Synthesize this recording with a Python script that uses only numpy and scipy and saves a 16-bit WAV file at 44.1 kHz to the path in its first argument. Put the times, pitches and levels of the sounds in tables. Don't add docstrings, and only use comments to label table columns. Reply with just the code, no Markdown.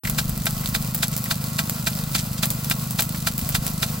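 import sys
import numpy as np
from scipy.fft import rfft, irfft, next_fast_len
from scipy.io import wavfile
from scipy.ndimage import map_coordinates

SR = 44100
rng = np.random.default_rng(int(sys.argv[2]) if len(sys.argv) > 2 else 0)


def file_out(sig):
    cols = np.atleast_2d(sig).T
    lim = np.clip(cols, -1, 1)
    pcm = np.round(lim * 32767).astype(np.int16)
    wavfile.write(sys.argv[1], SR, pcm)


N = 176400

# t/s, knock level/dB, spray level/dB
STROKES = [(0.1868, -20.5, -22), (0.4685, -19.5, -26.5), (0.7501, -19.5, -23), (1.0321, -20.5, -21),
           (1.3117, -19.5, -23), (1.5915, -20, -23.5), (1.8722, -20, -22.5), (2.1526, -21.8, -21),
           (2.4333, -20.1, -21.5), (2.7126, -20, -23.5), (2.9933, -20, -21.5), (3.2726, -19.5, -22),
           (3.5512, -19.5, -21.5), (3.8303, -20.5, -22.5)]


def knock():
    # f/Hz, level/dB, T60/s
    head_modes = [(664, -11, 0.088), (845, -13, 0.12), (1329, -3, 0.055), (1575, 2.5, 0.048),
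                  (1944, 1.5, 0.034), (2397, 1, 0.038), (2824, -1.5, 0.021), (3500, -4, 0.03),
                  (3630, 1.5, 0.015), (3990, -1, 0.017), (4360, -13, 0.0099), (4940, -4, 0.02)]
    hz, level, t60 = np.transpose(head_modes)[:, :, None]
    lead_s, detune = 0.000986, 0.004
    hits = [(0, -1.5, 1), (0.002794, -12, 2)]  # delay/s, level/dB, scatter/dB
    sign = (-1) ** np.arange(len(hz))[:, None]
    out, t = np.zeros(N + SR), np.arange(SR // 6) / SR
    for at, db, _ in STROKES:
        for delay, hit_db, scatter_db in hits:
            decay = amp(level + scatter_db * rng.standard_normal(hz.shape) - 60 * t / t60)
            detuned_hz = hz * (1 + detune * rng.standard_normal(hz.shape))
            modes = sign * decay * np.sin(2 * np.pi * detuned_hz * t)
            start = int((at - lead_s + delay) * SR)
            out[start:start + len(t)] += amp(db + hit_db) * modes.sum(0)
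    return out[:N]


def spray():
    # f/Hz, level/dB
    slap_spectrum = [(200, 1), (500, -14), (1000, -1), (1500, -13), (4000, 2), (6500, -9.5), (10000, -17),
                     (16000, -5.5)]
    # f/Hz, level/dB
    sheet_spectrum = [(400, -10), (1500, -3.5), (2800, -1), (4500, 1), (6500, -3.5), (8500, -0.5),
                      (12000, -3.5), (15500, -3.5)]
    at, knock_db, spray_db = np.transpose(STROKES)
    slap = bursts(at - 0.000986, knock_db + 2, rise=0.004, hold=0, t60=0.019)
    sheet = bursts(at - 0.0038, spray_db + 2.5, rise=0.023, hold=0.012, t60=0.067)
    return (slap * noise(slap_spectrum) + sheet * noise(sheet_spectrum)) * amp(0.67 * wobble(900))


def jet():
    # f/Hz, level/dB
    hiss_spectrum = [(150, -2), (380, -10.5), (480, 4), (650, 2), (850, -1), (1100, 1), (1220, 0.5),
                     (1450, 2.5), (1750, -8.5), (1950, 1), (2200, -8.5), (2450, -0.5), (3300, -7),
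                     (4500, -1), (6400, -4.5), (8500, -2.5), (11500, -2), (14500, 0.5)]
    delay_s, width_s = 0.125, 0.045
    swell = sum(np.exp(-((clock() - at - delay_s) / width_s) ** 2) for at, _, _ in STROKES)
    return noise(hiss_spectrum) * amp(-33.5 + 1.3 * swell + 0.4 * wobble(250) + 1.27 * wobble(20))


def stones(x):
    # delay/s, relative gain
    echoes = [(.0029, 0.16), (.0044, 0.073)]
    comb = lambda hz: 1 + sum(gain * np.exp(-2j * np.pi * hz * delay) for delay, gain in echoes)
    return filtered(x, comb) / np.sqrt(1 + sum(gain ** 2 for _, gain in echoes))


def drops():
    # t/s, level/dB, low band relative to high band/dB
    near_drops = [(.098, -14.5, -14), (.2951, -18.5, -17), (.3768, -22.5, -12), (.4575, -13.5, -22),
                  (.5084, -25.5, -3), (.6594, -18.5, 0.5), (.6895, -23, -5), (.9472, -13, -29),
                  (.9786, -21, -9), (1.082, -23.5, -1.5), (1.1653, -19, -9), (1.1778, -23.5, -5),
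                  (1.2415, -19.5, -7), (1.4413, -26.5, -0.5), (1.6966, -13.5, -7.5), (2.4559, -13, -26),
                  (2.504, -13, -8.5), (2.6452, -22, -5.5), (2.6992, -15, -10.5), (2.909, -18, -10),
                  (3.006, -14, -9), (3.0226, -15.5, -5), (3.0931, -24, -4), (3.3806, -19, -11),
                  (3.3921, -20, -6), (3.491, -14, -22), (3.6661, -23.5, 3.5), (3.6785, -24, -0.5)]
    # f/Hz, level/dB
    high_band = [(1000, -8), (6000, -14), (8500, -3), (12000, -0.5), (16000, 2)]
    # f/Hz, level/dB
    low_band = [(500, -34), (2000, -8), (4500, 2), (7500, 0.5), (11000, 0)]
    patter_per_s = 110
    when, size, tilt = rng.random((int(patter_per_s * N / SR), 3)).T
    patter_db = np.minimum(-35.5 - 2 * np.log(size), -29.5)
    patter = np.column_stack([when * N / SR, patter_db, -10 * tilt])
    at, db, low_db = np.vstack([near_drops, patter]).T

    def envelope(level):
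        snap = bursts(at, level, rise=0.00033, hold=0.00027, t60=0.0018)
        splash = bursts(at + 0.001, level - 15, rise=0.012, hold=0, t60=0.089)
        return snap + splash * amp(3.6 * wobble(800))

    return envelope(db + 6) * noise(high_band) + envelope(db + low_db + 7) * noise(low_band)


def splatters():
    # t/s, level/dB
    landings = [(1.13, -31.5), (2.184, -25.5), (2.38, -33), (3.523, -33.5), (3.884, -36)]
    # f/Hz, level/dB
    spectrum = [(800, -16), (2000, -4), (4500, -1), (8500, -1.5), (15000, -11.5)]
    envelope = bursts(*np.transpose(landings), rise=0.035, hold=0.011, t60=0.068)
    return noise(spectrum) * envelope * amp(2 * wobble(700))


def plops():
    # t/s, level/dB
    landings = [(0.051, -22.5), (.075, -23.5), (0.637, -33), (1.259, -29.5), (3.148, -30)]
    # f/Hz, level/dB
    spectrum = [(500, -25), (1400, -2.5), (2100, 2.5), (3200, -7), (6000, -12)]
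    return noise(spectrum) * bursts(*np.transpose(landings), rise=0.0098, hold=0.00064, t60=0.056)


def engine():
    # t/s, f/Hz
    firing_rate = [(0, 25.24), (2.6, 25.24), (2.9, 25.16), (4, 25.16)]
    # f/Hz, level/dB
    exhaust = [(25, -18), (50, -18), (76, -7.5), (101, -5), (126, 1), (151, 3), (177, -1.5), (202, -2.5),
               (228, -3.5), (252, -14), (280, -21), (330, -21), (390, -43.5), (460, -30.5), (700, -35),
               (1500, -61)]
    # f/Hz, level/dB, width/Hz
    whine = [(1092, -53.5, 5.03), (1305, -57, 25), (677, -62.5, 40)]
    # f/Hz, level/dB
    drone = [(30, -34), (70, -11.5), (130, 2), (210, -5.5), (300, -16), (450, -41.5)]
    jitter_s, scatter_db = 0.000096, 0.16
    t = clock()
    cycles = 0.66 + np.cumsum(np.interp(t, *np.transpose(firing_rate))) / SR
    firings = np.nonzero(np.diff(np.floor(cycles)))[0]
    timing, strength = rng.standard_normal((len(firings), 2)).T
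    onsets = np.clip(firings + jitter_s * SR * timing, 0, N - 1).astype(int)
    pulses = np.bincount(onsets, amp(scatter_db * strength), N)
    thuds = unit(filtered(pulses, lambda hz: minimum_phase(exhaust, hz) * (hz > 10) * (hz < 2000)))
    tones = np.zeros(N)
    for hz, db, width in whine:
        phase = 2 * np.pi * hz * t
        tones += amp(db) * (wobble(width) * np.sin(phase) + wobble(width) * np.cos(phase))
    return amp(-29.5) * thuds + amp(-35) * noise(drone) + tones


def wind():
    # t/s, level/dB
    gust_levels = [(0, -31), (.4, -35), (.8, -36), (1.1, -49), (1.35, -47), (1.8, -45), (2.3, -40),
                   (2.9, -44), (3.3, -41.5), (3.7, -37), (4, -43)]
    # t/s, level/dB
    buffet_peaks = [(.262, -29), (.395, -26), (1.115, -34), (2.2, -30), (3.43, -26), (3.595, -27)]
    # f/Hz, level/dB
    rumble = [(15, -13), (40, 1.5), (70, -1.5), (120, -10.5), (200, -8), (350, -29), (1000, -53)]
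    gusts = amp(np.interp(clock(), *np.transpose(gust_levels)))
    buffets = bursts(*np.transpose(buffet_peaks), rise=0.086, hold=0.004, t60=0.08)
    return noise(rumble) * np.hypot(gusts, buffets)


def noise(spectrum):
    # f/Hz, coherence
    coherence = [(40, .96), (200, .98), (1200, .88), (2500, .75), (4500, .8), (6500, .45), (8500, .92),
                 (15000, .93)]

    def response(hz):
        angle = np.arccos(np.clip(along(coherence, hz), 0, 1)) / 2
        return amp(along(spectrum, hz)) * [np.cos(angle), np.sin(angle)]

    mid, side = filtered(rng.standard_normal((2, N)), response)
    return unit(np.array([mid + side, mid - side]))


def bursts(times, levels_db, rise, hold, t60):
    power = np.zeros(N)
    for at, db in zip(times, levels_db):
        i = np.arange(max(int((at - 0.04) * SR), 0), min(int((at + 0.12) * SR), N))
        t = i / SR - at
        power[i] += amp(db + 60 * np.minimum(t, 0) / rise - 60 * np.maximum(t - hold, 0) / t60) ** 2
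    return np.sqrt(power)


def minimum_phase(spectrum, hz):
    cepstrum = irfft(np.log(amp(along(spectrum, hz))))
    half = len(cepstrum) // 2
    fold = np.r_[1, np.full(half - 1, 2), 1, np.zeros(half - 1)]
    return np.exp(rfft(cepstrum * fold))


def filtered(x, response):
    size = next_fast_len(N + SR // 2)
    return irfft(rfft(x, size) * response(np.fft.rfftfreq(size, 1 / SR)), size)[..., :N]


def wobble(rate):
    return map_coordinates(rng.standard_normal(int(N * rate / SR) + 4), [clock() * rate])


def along(points, hz):
    f, values = np.transpose(points)
    return np.interp(np.log(hz + 1), np.log(f + 1), values)


def amp(db):
    return 10 ** (np.asarray(db) / 20)


def unit(x):
    return x / np.sqrt(np.mean(x ** 2) + 1e-20)


def clock():
    return np.arange(N) / SR


def scene():
    return knock() + stones(spray() + jet()) + drops() + splatters() + plops() + engine() + wind()


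def record(dry):
    # f/Hz, lead of left/rad
    port_phase = [(20, 0), (700, -.3), (1200, -.7), (1500, -1.5), (2700, -1.8), (3300, -1.1), (3900, -.1),
                  (4500, 0), (5300, -1.1), (6100, -1.2), (6700, .8), (8100, -.3), (10000, -3.4),
                  (11800, -6.6), (13500, -9.4), (15500, -12.6)]
    # f/Hz, left minus right level/dB
    port_balance = [(100, 0.8), (1000, .5), (2200, .6), (3500, -0.8), (5500, -3), (7000, 0), (15000, 0)]
    start_s, top_hz = 0.036, 15850
    side = np.array([[0.5], [-0.5]])
    ports = lambda hz: amp(side * along(port_balance, hz)) * np.exp(1j * side * along(port_phase, hz))
    return filtered(dry * (clock() > start_s), lambda hz: ports(hz) * (hz < top_hz))


dry = scene()
out = record(dry)
file_out(out)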